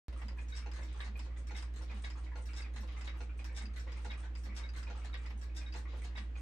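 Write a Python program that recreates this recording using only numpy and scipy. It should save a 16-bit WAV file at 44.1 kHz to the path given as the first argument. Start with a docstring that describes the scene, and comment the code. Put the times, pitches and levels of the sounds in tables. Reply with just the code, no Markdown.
"""Pendulum clocks knock and ring in their wooden cases on a shop shelf, each at its own pace.
Quartz movements snap once a second beside them, small balance wheels patter, far clocks tick at random.
Every beat is a snap of hard parts, a short rattle and the ring of the case, echoed by shelf and room.
Underneath, a motor hums through the building and the ventilation breathes."""
import sys
import numpy as np
from scipy import signal
from scipy.fft import rfft, irfft
from scipy.io import wavfile

SR = 44100
rng = np.random.default_rng(int(sys.argv[2]) if len(sys.argv) > 2 else 0)


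def output_pcm(signal):
    """Save a mono or channel-first signal as 16-bit PCM at the path in sys.argv[1].

    Samples are clipped to [-1, 1] before scaling.
    """
    pcm = np.clip(np.atleast_2d(signal).T, -1, 1) * 32767
    wavfile.write(sys.argv[1], SR, np.round(pcm).astype(np.int16))


N = 282681
BEAT_SIZE, CONTACT_SIZE = 12288, 64  # samples in one beat with its tail, and in one bounce


def amp(db):
    """Decibels to gain."""
    return 10 ** (np.asarray(db) / 20)


def unit(x):
    """Scales each channel to energy 1."""
    return x / np.sqrt(np.sum(x ** 2, -1, keepdims=True) + 1e-30)


def read(points, hz):
    """Reads a curve on a log-frequency axis."""
    freq, value = np.transpose(points)
    return np.interp(np.log(hz + 1), np.log(freq + 1), value)


def impulse(spectrum):
    """A minimum-phase click with the given tone colour."""
    log_gain = np.log(amp(read(spectrum, abs(np.fft.fftfreq(BEAT_SIZE, 1 / SR)))))
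    return irfft(np.exp(signal.hilbert(log_gain).conj())[:BEAT_SIZE // 2 + 1])


def through(x, path):
    """Sends one beat along a stereo echo path."""
    return signal.fftconvolve(x[None], path, axes=1)[:, :BEAT_SIZE]


def every(cycle_s, contacts, uneven_db=1.5):
    """Loops the contacts of one cycle; each tooth of the wheel lands a little harder or softer."""
    return [(s, db + uneven_db * rng.standard_normal())
            for first, db in contacts for s in np.arange(first, N / SR, cycle_s)]


# Colour of the room tone. Each row: frequency in Hz, relative level in dB.
AIR_COLOUR = [(20, -27), (32, -8), (42, 3.5), (100, -3.5), (160, -4), (220, 1), (295, -2), (319, 5.5),
              (345, -5), (400, -6), (490, -5.5), (620, -11.5), (1200, -13), (2100, -13.5), (3200, -20),
              (5000, -29), (8500, -36), (15000, -44.5)]
# Its stereo width. Each row: frequency in Hz, left-right correlation.
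AIR_CORRELATION = [(60, .98), (150, .88), (300, .7), (600, .5), (1200, 0), (8000, .1)]
def air(wash_db=-61, rumble_db=-65.5):
    """A bed of ventilation and blurred distant clocks: wide on top, centred in the bass."""
    hz = np.fft.rfftfreq(N, 1 / SR)
    left, other, low = rfft(rng.standard_normal((3, N)))
    same = read(AIR_CORRELATION, hz)
    right = same * left + np.sqrt(1 - same ** 2) * other
    wash = irfft(np.array([left, right]) * amp(read(AIR_COLOUR, hz)), N)
    rumble_eq = [(15, -36), (32, -23), (45, 3), (60, -6.5), (80, 1.5), (110, -17), (400, -57),
                 (2000, -100)]  # Hz, dB
    rumble = irfft(low * amp(read(rumble_eq, hz)), N)
    return np.sqrt(N) * (amp(wash_db) * unit(wash) + amp(rumble_db) * unit(rumble))


# The hum, main tone first. Each row: frequency in Hz, relative level in dB.
HUM_TONES = [(59.02, -42), (46.9, -62), (71.1, -62.5), (56.5, -74), (106, -76), (118.04, -67), (318.7, -77)]
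def motor(waver_hz=0.057, gain_db=0.5, pan_db=-1.67):
    """A motor hums through the building; side tones make it throb twelve times a second."""
    knots = np.linspace(0, N, 26)
    drift = np.interp(np.arange(N), knots, rng.standard_normal(len(knots)))
    speed = 1 + waver_hz * drift / HUM_TONES[0][0]
    hum = sum(amp(db) * np.sin(2 * np.pi * np.cumsum(hz * speed) / SR) for hz, db in HUM_TONES)
    return np.sqrt(2) * amp(gain_db) * hum * amp([[pan_db / 2], [-pan_db / 2]])


# The shop's reverb. Each row: frequency in Hz, decay time (T60) in seconds.
ROOM_DECAY = [(200, 0.24), (1000, 0.26), (2500, 0.25), (5000, 0.2), (9000, 0.11), (15000, 0.066)]
def room_path(near_db, room_db, shelf_t60, lag_ms, build_s=0.0072, shared_hz=600):
    """Direct sound (lag_ms later on the left), near echoes off shelf and wall, then the room's tail."""
    t = np.arange(BEAT_SIZE) / SR
    direct = np.sinc((t - np.maximum([[lag_ms], [-lag_ms]], 0) / 1000) * SR)
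    shelf, diffuse = rng.standard_normal((2, 2, BEAT_SIZE))
    shelf *= (rng.random(shelf.shape) < 1500 / SR) * amp(-60 * t / shelf_t60)  # 1500 echoes a second
    hz, frame_s, bands = signal.stft(diffuse, SR, nperseg=256)
    bands *= amp(-60 * frame_s / read(ROOM_DECAY, hz)[:, None])
    tail = signal.istft(bands, SR, nperseg=256)[1][:, :BEAT_SIZE] * (1 - np.exp(-t / build_s))
    left, other = rfft(amp(near_db) * unit(shelf) + amp(room_db) * unit(tail))
    # long waves reach both sides alike
    same = 1 / (1 + (np.fft.rfftfreq(BEAT_SIZE, 1 / SR) / shared_hz) ** 2)
    right = same * left + np.sqrt(1 - same ** 2) * other
    return direct + irfft(np.array([left, right]))


def glint(count=3, low_hz=5940, high_hz=11780, t60=0.1):
    """A few tiny springs and teeth ring briefly, other ones at every beat."""
    t = np.arange(BEAT_SIZE) / SR
    hz = rng.uniform(low_hz, high_hz, (count, 1, 1))
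    strength = rng.exponential(1, (count, 1, 1))
    tones = strength * np.sin(2 * np.pi * (hz * t + rng.random((count, 2, 1))))
    return unit(tones.sum(0) * amp(-60 * t / t60))


# The attack as hard parts first touch. Each row: frequency in Hz, relative level in dB.
SNAP_COLOUR = [(1000, 0), (3000, 7), (5200, -5), (8500, -4.5), (12000, -15), (16000, -10.5)]
def clock(beats, modes, colour, ring_db, clatter_db, clatter_t60, rise_s, near_db, room_db, pan_db,
          shelf_t60=0.11, bounce_db=4, detune=0.0033, snap_db=-30, lag_ms=0, ring_echo_db=0,
          glint_db=None):
    """Each beat layers a snap, a clatter of small parts and ringing modes; all levels are relative."""
    t = np.arange(BEAT_SIZE) / SR
    out = np.zeros((2, N + BEAT_SIZE))
    path = room_path(near_db, room_db, shelf_t60, lag_ms)
    ring_path = room_path(near_db + ring_echo_db, room_db + ring_echo_db, shelf_t60, lag_ms)
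    swell = 1 - np.exp(-t / rise_s)  # the parts slide into contact
    rings = [amp(db) * unit(through(swell * np.sin(2 * np.pi * hz * t) * amp(-60 * t / t60), ring_path))
             for hz, db, t60 in modes]
    usual_rattle = rng.standard_normal(BEAT_SIZE)
    case = through(impulse(colour), path)
    snap_path = room_path(near_db=3.5, room_db=-12, shelf_t60=0.025, lag_ms=lag_ms)
    snap = unit(through(impulse(SNAP_COLOUR), snap_path))
    for s, db in beats:
        # every tooth lands a little differently, and bounces break the rattle into separate contacts
        rattle = (usual_rattle + 0.47 * rng.standard_normal(BEAT_SIZE)) * swell
        bounces = np.repeat(rng.standard_normal(BEAT_SIZE // CONTACT_SIZE), CONTACT_SIZE)
        rattle *= amp(bounce_db * bounces - 60 * t / clatter_t60)
        # the ring varies in balance (2 dB a mode) and in pitch from beat to beat
        ring = sum((mode * amp(2 * rng.standard_normal()) for mode in rings), np.zeros_like(snap))
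        stretch = 1 + detune * rng.standard_normal()
        ring = np.array([np.interp(t * stretch, t, side) for side in ring])
        beat = amp(snap_db) * snap + amp(clatter_db) * unit(through(rattle, case)) + amp(ring_db) * ring
        if glint_db is not None:
            beat += amp(glint_db) * glint()
        out[:, round(s * SR):][:, :BEAT_SIZE] += amp(db) * beat
    # a beat's level is its energy spread over a fiftieth of a second
    return out[:, :N] * np.sqrt(SR / 50) * amp([[pan_db / 2], [-pan_db / 2]])


# Ticking from down the shop. Each row: start in seconds, level in dB.
FAR_BEATS = [(0.758, -76), (1.497, -60.5), (2.264, -59.5), (3.005, -64), (3.764, -58), (4.521, -58),
             (5.253, -59.5), (6.018, -59)]
HOLLOW_BEATS = [(0.163, -58.5), (0.945, -55), (1.177, -61), (1.943, -57), (2.154, -54), (2.95, -56.5),
                (3.14, -56), (3.965, -55), (4.177, -56.5), (4.95, -53), (5.221, -56.5), (5.943, -58.5)]
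CHATTER_BEATS = [(0.82, -55), (1.025, -58), (1.362, -58), (1.546, -52), (1.909, -59), (2.597, -51.5),
                 (2.655, -58.5), (3.092, -56.5), (3.448, -69), (3.626, -62), (4.118, -63), (4.228, -58.5),
                 (4.572, -62), (4.652, -66), (4.748, -56), (4.985, -75), (5.045, -77), (5.302, -67),
                 (5.68, -64), (6.15, -65)]
CABINET_BEATS = [(0.125, -59.5), (0.305, -62.5), (0.785, -57), (1.26, -64), (1.38, -65.5), (1.808, -58),
                 (2.38, -57), (2.83, -58.5), (3.51, -64), (3.865, -59), (4.455, -62), (4.62, -62),
                 (4.872, -58), (5.465, -69), (5.93, -57.5)]
# The ring of each case. Each row: pitch in Hz, level in dB, T60 in seconds.
FAR_RING = [(1700, -11, 0.0096), (2005, 0.5, 0.048), (2015, -3.5, 0.015), (2220, 2, 0.034),
            (2426, -6, 0.027)]
HOLLOW_RING = [(1208, -1, 0.028), (1152, -2, 0.059), (1066, -12, 0.15), (1534, -20, 0.054),
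               (865, -17, 0.023)]
CHATTER_RING = [(1717, -6, 0.06), (2030, -13, 0.03), (2050, 1.5, 0.08), (2103, -2, 0.054),
                (2497, -5, 0.021), (3560, -5.5, 0.029)]
CABINET_RING = [(256, -2, 0.15), (313.3, -1, 0.4), (393, -7, 0.057), (512, 4, 0.042), (640, -4, 0.035),
                (906, -4, 0.088), (1094, -8, 0.032), (1967, -5.5, 0.057)]
# Dull, woody clatter. Each row: frequency in Hz, level in dB.
FAR_WOOD = [(250, -4.5), (700, -1), (1300, 0), (2100, -2), (2900, -6.5), (5000, -14.5), (9000, -27.5),
            (12000, -35)]
def far_clocks():
    """Wooden cases farther off: a steady tick, a hollow knock, loose chatter and a low cabinet."""
    steady = clock(FAR_BEATS, FAR_RING, FAR_WOOD, ring_db=-5.5, clatter_db=-6, clatter_t60=0.087,
                   rise_s=0.0031, near_db=5.5, room_db=-9, pan_db=-3, detune=0.015)
    hollow = clock(HOLLOW_BEATS, HOLLOW_RING, FAR_WOOD, ring_db=-7.5, clatter_db=-2, clatter_t60=0.14,
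                   rise_s=0.0015, near_db=-2.5, room_db=8, pan_db=0.5, detune=0.016, ring_echo_db=-8)
    chatter = clock(CHATTER_BEATS, CHATTER_RING, FAR_WOOD, ring_db=-9, clatter_db=-5, clatter_t60=0.042,
                    rise_s=0.002, near_db=7.5, room_db=-1, pan_db=1, detune=0.0358)
    cabinet = clock(CABINET_BEATS, CABINET_RING, FAR_WOOD, ring_db=-4.5, clatter_db=-1.5,
                    clatter_t60=0.07, rise_s=0.008, near_db=0, room_db=-4, pan_db=0, detune=0.0296)
    return steady + hollow + chatter + cabinet


def clock_crowd(per_s=7, count=128):
    """So many distant clocks that their ticks fall at random."""
    times = np.cumsum(rng.uniform(0.2, 1.8, count)) / per_s
    levels = rng.normal(-66, 3, count)
    beats = [(s, db) for s, db in zip(times, levels) if s < N / SR]
    return clock(beats, FAR_RING + HOLLOW_RING, FAR_WOOD, ring_db=-2.5, clatter_db=-5.5, snap_db=-29,
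                 clatter_t60=0.022, rise_s=0.00094, near_db=1.5, room_db=3, pan_db=2, detune=0.12)


# Stray clicks. Each row: start in seconds, level in dB.
LEVER_CLICKS = [(0.127, -62), (0.161, -68), (0.327, -78), (1.738, -67), (2.876, -60), (2.924, -65),
                (3.915, -77), (5.038, -62), (5.301, -61), (6.038, -56.5)]
# Soft-topped plastic clatter. Each row: frequency in Hz, level in dB.
FAR_PLASTIC = [(400, 5.5), (900, -2.5), (2000, -1), (3800, 2), (5000, -7.5), (7000, -12), (10000, -36)]
def levers():
    """Small levers give short, dry clicks."""
    return clock(LEVER_CLICKS, [], FAR_PLASTIC, ring_db=0, clatter_db=-2, clatter_t60=0.025, pan_db=-1,
                 rise_s=0.0008, near_db=5, room_db=3.5, shelf_t60=0.084, snap_db=-20, glint_db=-13)


# One cycle of patter, then loose pings. Each row: start in seconds, level in dB.
BALANCE_LOOP = [(0.173, -58.5), (0.21, -68), (0.37, -61), (0.412, -62)]
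BALANCE_PINGS = [(0.926, -65), (1.011, -62.5), (1.624, -61), (1.944, -67.5), (2.021, -60), (2.158, -78),
                 (2.422, -65.5), (2.506, -65.5), (2.608, -61), (3.526, -73), (3.62, -59), (4.201, -61),
                 (4.791, -61), (5.122, -78), (5.787, -66), (6.018, -64)]
# Their high sparkle. Each row: pitch in Hz, level in dB, T60 in seconds.
BALANCE_RING = [(8250, -7, 0.028), (8600, 7.5, 0.03), (9200, -2.5, 0.1), (9330, -2.5, 0.03)]
# Fine steel clatter. Each row: frequency in Hz, level in dB.
STEEL = [(3000, -7), (6000, 5), (7300, 5.5), (8600, 11.5), (9400, -1), (10300, -14), (11500, -24),
         (13500, -49), (15300, -5)]
def balance_wheels(cycle_s=0.4002):
    """Two small wheels patter nearly in step, among scattered pings of steel."""
    patter = clock(every(cycle_s, BALANCE_LOOP), BALANCE_RING, STEEL, ring_db=-23, clatter_db=-8.5,
                   clatter_t60=0.092, rise_s=0.0059, near_db=2, room_db=7, pan_db=0.5, detune=0.015,
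                   snap_db=-25, glint_db=-12)
    pings = clock(BALANCE_PINGS, BALANCE_RING, STEEL, ring_db=-17, clatter_db=-6, clatter_t60=0.041,
                  rise_s=0.0012, near_db=-4, room_db=-0.5, pan_db=0.5, detune=0.015, snap_db=-18,
                  glint_db=-12.5)
    return patter + pings


# Three taps. Each row: start in seconds, level in dB.
TAPS = [(2.493, -69), (4.826, -53), (5.098, -50.5)]
# The wood's short note. Each row: pitch in Hz, level in dB, T60 in seconds.
TAP_RING = [(1330, 1.5, 0.02), (1510, -26, .015), (326, -11, 0.058)]
# Clatter with the body of a big case. Each row: frequency in Hz, level in dB.
BIG_CASE = [(200, 1), (450, 3), (850, -13), (1100, -4), (1500, -3), (3200, -8.5), (6500, -17.5),
            (9200, -32), (11000, -32), (16000, -46)]
def wood_taps():
    """Light taps set wood ringing briefly, off to the right."""
    return clock(TAPS, TAP_RING, BIG_CASE, ring_db=-9, clatter_db=-25, clatter_t60=0.0092,
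                 rise_s=0.00034, near_db=-20, room_db=-1, pan_db=-5, snap_db=-28)


# Gear steps; a loop holds one cycle. Each row: start in seconds, level in dB.
NEAR_LOOP = [(0.547, -60.5), (0.563, -49.5), (0.582, -60)]
THIN_STEPS = [(0.735, -57), (0.76, -56), (1.737, -65), (1.76, -56.5), (2.737, -62.5), (2.76, -54),
              (3.735, -64), (3.76, -54.5), (4.735, -59.5), (4.762, -53), (5.738, -63), (5.76, -55)]
SIDE_LOOP = [(0.044, -54), (0.957, -66)]
BACK_LOOP = [(0.494, -59)]
REAR_STEPS = [(0.24, -61.5), (1.24, -57), (2.235, -57), (3.24, -69), (4.238, -57.5), (5.235, -65),
              (6.24, -68)]
FAR_LOOP = [(0.877, -61.5)]
# The housings' tight ring. Each row: pitch in Hz, level in dB, T60 in seconds.
NEAR_RING = [(3680, -0.57, 0.014), (5160, -2.8, 0.019), (5530, 0.78, 0.0098)]
THIN_RING = [(2017, 4.5, 0.025), (4100, -11, 0.011), (6410, 0, 0.016), (7170, -21, 0.039)]
BACK_RING = [(2258, 1.5, 0.027), (2490, -3.5, 0.062)]
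# Gear clatter. Each row: frequency in Hz, level in dB.
PLASTIC = [(400, -13), (900, -6.5), (1600, 3.5), (2800, -3), (4200, -4.5), (5300, -1.5), (6500, -7.5),
           (8000, -3.5), (9300, -6), (10300, -12), (11300, -16.5), (13500, -43), (15500, -17)]
THIN_PLASTIC = [(400, 7.5), (900, 0), (1700, 9), (2800, -2), (4500, 0), (6200, -9.5), (9300, -6),
                (10500, -6), (13500, -64), (15500, -17)]
SIDE_PLASTIC = [(400, -11.5), (1000, -1.5), (1800, -3), (3000, -7.5), (4200, -4), (5500, -10.5),
                (7000, -11), (9200, -14), (10500, -27), (15500, -36)]
def quartz_clocks(cycle_s=1):
    """Stepper motors jerk plastic gears once a second."""
    near = clock(every(cycle_s, NEAR_LOOP), NEAR_RING, PLASTIC, ring_db=-12.5, clatter_db=-1,
                 clatter_t60=0.051, rise_s=0.0045, near_db=2.5, room_db=3.5, pan_db=0.5, lag_ms=-0.287,
                 glint_db=-15)
    thin = clock(THIN_STEPS, THIN_RING, THIN_PLASTIC, ring_db=-13.5, clatter_db=3, clatter_t60=0.037,
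                 rise_s=0.00034, near_db=5.5, room_db=9.5, pan_db=1.5, shelf_t60=0.044, lag_ms=0.15,
                 glint_db=-12, ring_echo_db=-4)
    side = clock(every(cycle_s, SIDE_LOOP), [], SIDE_PLASTIC, ring_db=0, clatter_db=-0.5,
                 clatter_t60=0.14, rise_s=0.00075, near_db=5.5, room_db=2, pan_db=1)
    back = clock(every(cycle_s, BACK_LOOP), BACK_RING, FAR_WOOD, ring_db=-4, clatter_db=-10,
                 clatter_t60=0.14, rise_s=0.0037, near_db=-13, room_db=3, pan_db=1)
    rear = clock(REAR_STEPS, [], SIDE_PLASTIC, ring_db=0, clatter_db=-4.5, clatter_t60=0.035,
                 rise_s=0.0023, near_db=-3, room_db=8, pan_db=0.5)
    far = clock(every(cycle_s, FAR_LOOP), [], FAR_PLASTIC, ring_db=0, clatter_db=5, clatter_t60=0.79,
                rise_s=0.0019, near_db=6, room_db=3, pan_db=3)
    return near + thin + side + back + rear + far


# The big case's low notes. 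Each row: pitch in Hz, level in dB.
BOOM_MODES = [(210, -0.5), (245.2, -9.5), (194.4, -7)]
def boom(beats, delay_s, swell_s, boom_db, detune=0.021):
    """The air and back board of a big case swell up after the beat and die away."""
    t = np.arange(BEAT_SIZE) / SR
    out = np.zeros(N + BEAT_SIZE)
    swell = (t / swell_s * np.exp(1 - t / swell_s)) ** 2
    for s, db in beats:
        for hz, mode_db in BOOM_MODES:
            pitch = hz * (1 + detune * rng.standard_normal())
            tone = np.sin(2 * np.pi * (pitch * t + rng.random()))
            out[round((s + delay_s) * SR):][:BEAT_SIZE] += amp(db + boom_db + mode_db) * swell * tone
    return out[:N]


# The deep clock's beats. Each row: start in seconds, level in dB.
DEEP_TICKS = [(0.66, -54), (1.508, -54.5), (2.355, -54.5), (3.204, -53), (4.052, -52.5), (4.9, -54),
              (5.748, -53)]
DEEP_TOCKS = [(0.222, -63), (1.07, -63.5), (1.918, -64), (2.766, -64.5), (3.614, -62), (4.462, -65),
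              (5.31, -67), (6.158, -63)]
PALLET_LOOP = [(0.216, -55)]
# Their warm ring. Each row: pitch in Hz, level in dB, T60 in seconds.
DEEP_TICK_RING = [(490, 0, 0.19), (692, -2.5, 0.14), (832, 0, 0.11), (889, -1, 0.17), (1417, -4.5, 0.05),
                  (1950, -10, 0.071), (2833, -12, 0.078)]
DEEP_TOCK_RING = [(244, -2.5, 0.16), (264, -14, 0.079), (806, -3.5, 0.037), (1037, -14, 0.08)]
def deep_pendulum(cycle_s=0.848):
    """An escapement in a deep case; its metal pallet clicks just before each tock booms."""
    ticks = clock(DEEP_TICKS, DEEP_TICK_RING, BIG_CASE, ring_db=-4.5, clatter_db=-0.5, clatter_t60=0.032,
                  rise_s=0.0013, near_db=8.5, room_db=-4.5, pan_db=-0.5, shelf_t60=0.17,
                  ring_echo_db=-7.5)
    body = boom(DEEP_TICKS, delay_s=0.01765, swell_s=0.02, boom_db=-7)
    body += boom(DEEP_TOCKS, delay_s=0.0012, swell_s=0.034, boom_db=10.5)
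    pallet = clock(every(cycle_s, PALLET_LOOP), FAR_RING, FAR_WOOD, ring_db=-13, clatter_db=-1,
                   clatter_t60=0.087, rise_s=0.00051, near_db=14, room_db=-11, pan_db=-1.5,
                   shelf_t60=0.12, lag_ms=0.11, snap_db=-21)
    tocks = clock(DEEP_TOCKS, DEEP_TOCK_RING, FAR_WOOD, ring_db=-1, clatter_db=-10, clatter_t60=0.048,
                  rise_s=0.018, near_db=-9, room_db=8, pan_db=3, detune=0.018)
    return ticks + body + pallet + tocks


# The two clocks' beats. Each row: start in seconds, level in dB.
SLOW_BEATS = [(0.383, -53), (1.154, -54.5), (1.896, -51.5), (2.643, -55.5), (3.389, -51), (4.127, -51),
              (4.867, -52), (5.611, -52), (6.353, -51.5)]
SIDE_BEATS = [(0.484, -58), (0.831, -57.5), (1.47, -57.5), (1.819, -58), (2.456, -56), (2.807, -59.5),
              (3.443, -55.5), (3.795, -57.5), (4.436, -56), (4.783, -61), (5.414, -55.5), (5.771, -60)]
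# Their ring. Each row: pitch in Hz, level in dB, T60 in seconds.
SLOW_RING = [(2455, -6, 0.04), (2450, -4.5, 0.018), (2190, -9.5, 0.018), (1985, -12, .02), (1110, -12, .06),
             (3950, -21, .025)]
SIDE_RING = [(1690, -1.5, 0.14), (1694, -4, 0.026), (5520, -2, 0.06), (5900, -7, 0.054)]
# Tinny clatter. Each row: frequency in Hz, level in dB.
SIDE_METAL = [(400, -11), (1000, -10), (1800, -5), (3000, -16), (4200, -3), (5500, -11.5), (7000, -11),
              (9200, -12), (10500, -22), (15500, -14)]
def roomy_pendulums():
    """Two escapements with plenty of room on them: one slow and woody, one metallic off to the side."""
    slow = clock(SLOW_BEATS, SLOW_RING, FAR_WOOD, ring_db=-5.5, clatter_db=-5.5, clatter_t60=0.049,
                 rise_s=0.0041, near_db=11.5, room_db=5.5, pan_db=-0.5, detune=0.0032, shelf_t60=0.14,
                 lag_ms=-0.4, ring_echo_db=-5)
    side = clock(SIDE_BEATS, SIDE_RING, SIDE_METAL, ring_db=-7.5, clatter_db=-2.5, clatter_t60=0.13,
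                 rise_s=0.00087, near_db=7, room_db=7.5, pan_db=-1, snap_db=-13, lag_ms=0.15,
                 ring_echo_db=-5, glint_db=-13)
    return slow + side


# The foreground beats. Each row: start in seconds, level in dB.
BRIGHT_BEATS = [(0.522, -52), (1.014, -53), (1.55, -55.5), (2.043, -49), (2.579, -53.5), (3.071, -51),
                (3.609, -55.5), (4.099, -51.5), (4.635, -52.5), (5.13, -53.5), (5.662, -55), (6.159, -51.5)]
LIMPING_TICK_LOOP = [(0.5515, -55)]
LIMPING_TOCKS = [(1.003, -44), (2.039, -46.5), (3.074, -45.5), (4.108, -46), (5.141, -44), (6.176, -44.5)]
QUICK_LOOP = [(0.283, -56.5), (0.715, -58.5)]
# The voice of each beat. Each row: pitch in Hz, level in dB, T60 in seconds.
BRIGHT_RING = [(3838, -7, 0.22), (3785, -3, 0.079), (3600, -17, .02), (2197, -1.5, 0.14), (1520, -6, 0.099),
               (2025, -9, 0.051), (1652, -6, 0.12)]
LIMPING_TICK_RING = [(4785, 2.5, 0.022), (4600, -8.5, 0.016), (4800, -23, 0.0076), (2580, -3.5, 0.032),
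                     (1730, -9, 0.02)]
LIMPING_TOCK_RING = [(1148, -6.5, 0.044), (1573, -6, 0.096), (1698, -4, 0.037), (1900, -3, 0.09),
                     (2076, -6.5, 0.1), (2260, -11, 0.09), (3380, -9, 0.04), (2864, -14.5, 0.045),
                     (3810, -8, 0.055)]
QUICK_RING = [(4920, 1, 0.034), (5080, -6.5, 0.034), (2820, -9.5, 0.029), (2600, 1, 0.095),
              (1730, -20, 0.06), (898, 5, 0.017)]
# Clatter of works and case. Each row: frequency in Hz, level in dB.
BRASS = [(400, -48), (1000, 2.5), (2000, 8), (3500, -5), (5200, 0.5), (7000, -12), (9200, -17),
         (10500, -32), (16000, -43)]
THICK_WOOD = [(300, -1.5), (800, -1.5), (1300, -9), (2000, 5), (3500, -0.5), (5000, -4.5), (7000, -24),
              (9300, -28), (11000, -22), (16000, -44)]
def lead_pendulums(limping_cycle_s=1.0344, quick_cycle_s=0.9093):
    """Three brass escapements: one bright, one out of beat with a heavy wooden tock, one quick."""
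    bright = clock(BRIGHT_BEATS, BRIGHT_RING, BRASS, ring_db=-3, clatter_db=-7.5, clatter_t60=0.2,
                   rise_s=0.0035, near_db=5, room_db=-7.5, pan_db=1, shelf_t60=0.087, lag_ms=-0.28,
                   ring_echo_db=-8.5, detune=0.0014)
    limping = clock(every(limping_cycle_s, LIMPING_TICK_LOOP), LIMPING_TICK_RING, BRASS, ring_db=-6.5,
                    clatter_db=-6.5, clatter_t60=0.026, rise_s=0.0016, near_db=11, room_db=0, pan_db=0,
                    shelf_t60=0.062, detune=0.0031, ring_echo_db=-1.5, snap_db=-22)
    limping += clock(LIMPING_TOCKS, LIMPING_TOCK_RING, THICK_WOOD, ring_db=-9, clatter_db=-6.5,
                     clatter_t60=0.06, rise_s=0.0013, near_db=4, room_db=-3, pan_db=0.5, shelf_t60=0.043,
                     snap_db=-21, bounce_db=10, lag_ms=-0.35, ring_echo_db=-3.5, detune=0.0022)
    quick = clock(every(quick_cycle_s, QUICK_LOOP), QUICK_RING, BRASS, ring_db=-11, clatter_db=0,
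                  clatter_t60=0.044, rise_s=0.00036, near_db=18, room_db=0, pan_db=0.5, shelf_t60=0.15,
                  snap_db=-7.5, lag_ms=0.18)
    return bright + limping + quick


def scene():
    """All the clocks in the humming shop."""
    pendulums = lead_pendulums() + deep_pendulum() + roomy_pendulums()
    return (pendulums + quartz_clocks() + far_clocks() + clock_crowd() + levers() + balance_wheels()
            + wood_taps() + motor() + air())


# Overall EQ. Each row: frequency in Hz, gain in dB.
MASTER_EQ = [(8000, 0.5), (9300, -1), (10300, -16.5), (11400, -2), (13600, -9), (15200, -5)]
# Stereo tilt. Each row: frequency in Hz, left minus right in dB.
STEREO_TILT = [(700, 0), (2000, -0.5), (3300, -1.5), (4000, 2.5), (5000, 3), (5700, 5), (7000, -0.5),
               (7800, -1.5), (9500, -0.5)]
def record(dry, start_s=0.083, cutoff_hz=15750):
    """Dulls the top octave, brightens the left, cuts in after a moment of silence, then low-passes."""
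    hz = np.fft.rfftfreq(N, 1 / SR)
    eq_db = read(MASTER_EQ, hz) + np.outer([0.5, -0.5], read(STEREO_TILT, hz))
    dull = irfft(rfft(dry) * amp(eq_db), N)
    gated = dull * (np.arange(N) >= start_s * SR)
    lowpass = signal.firwin(511, cutoff_hz, window=("kaiser", 9), fs=SR)
    return signal.oaconvolve(gated, lowpass[None], "same")


dry = scene()
out = record(dry)
output_pcm(out)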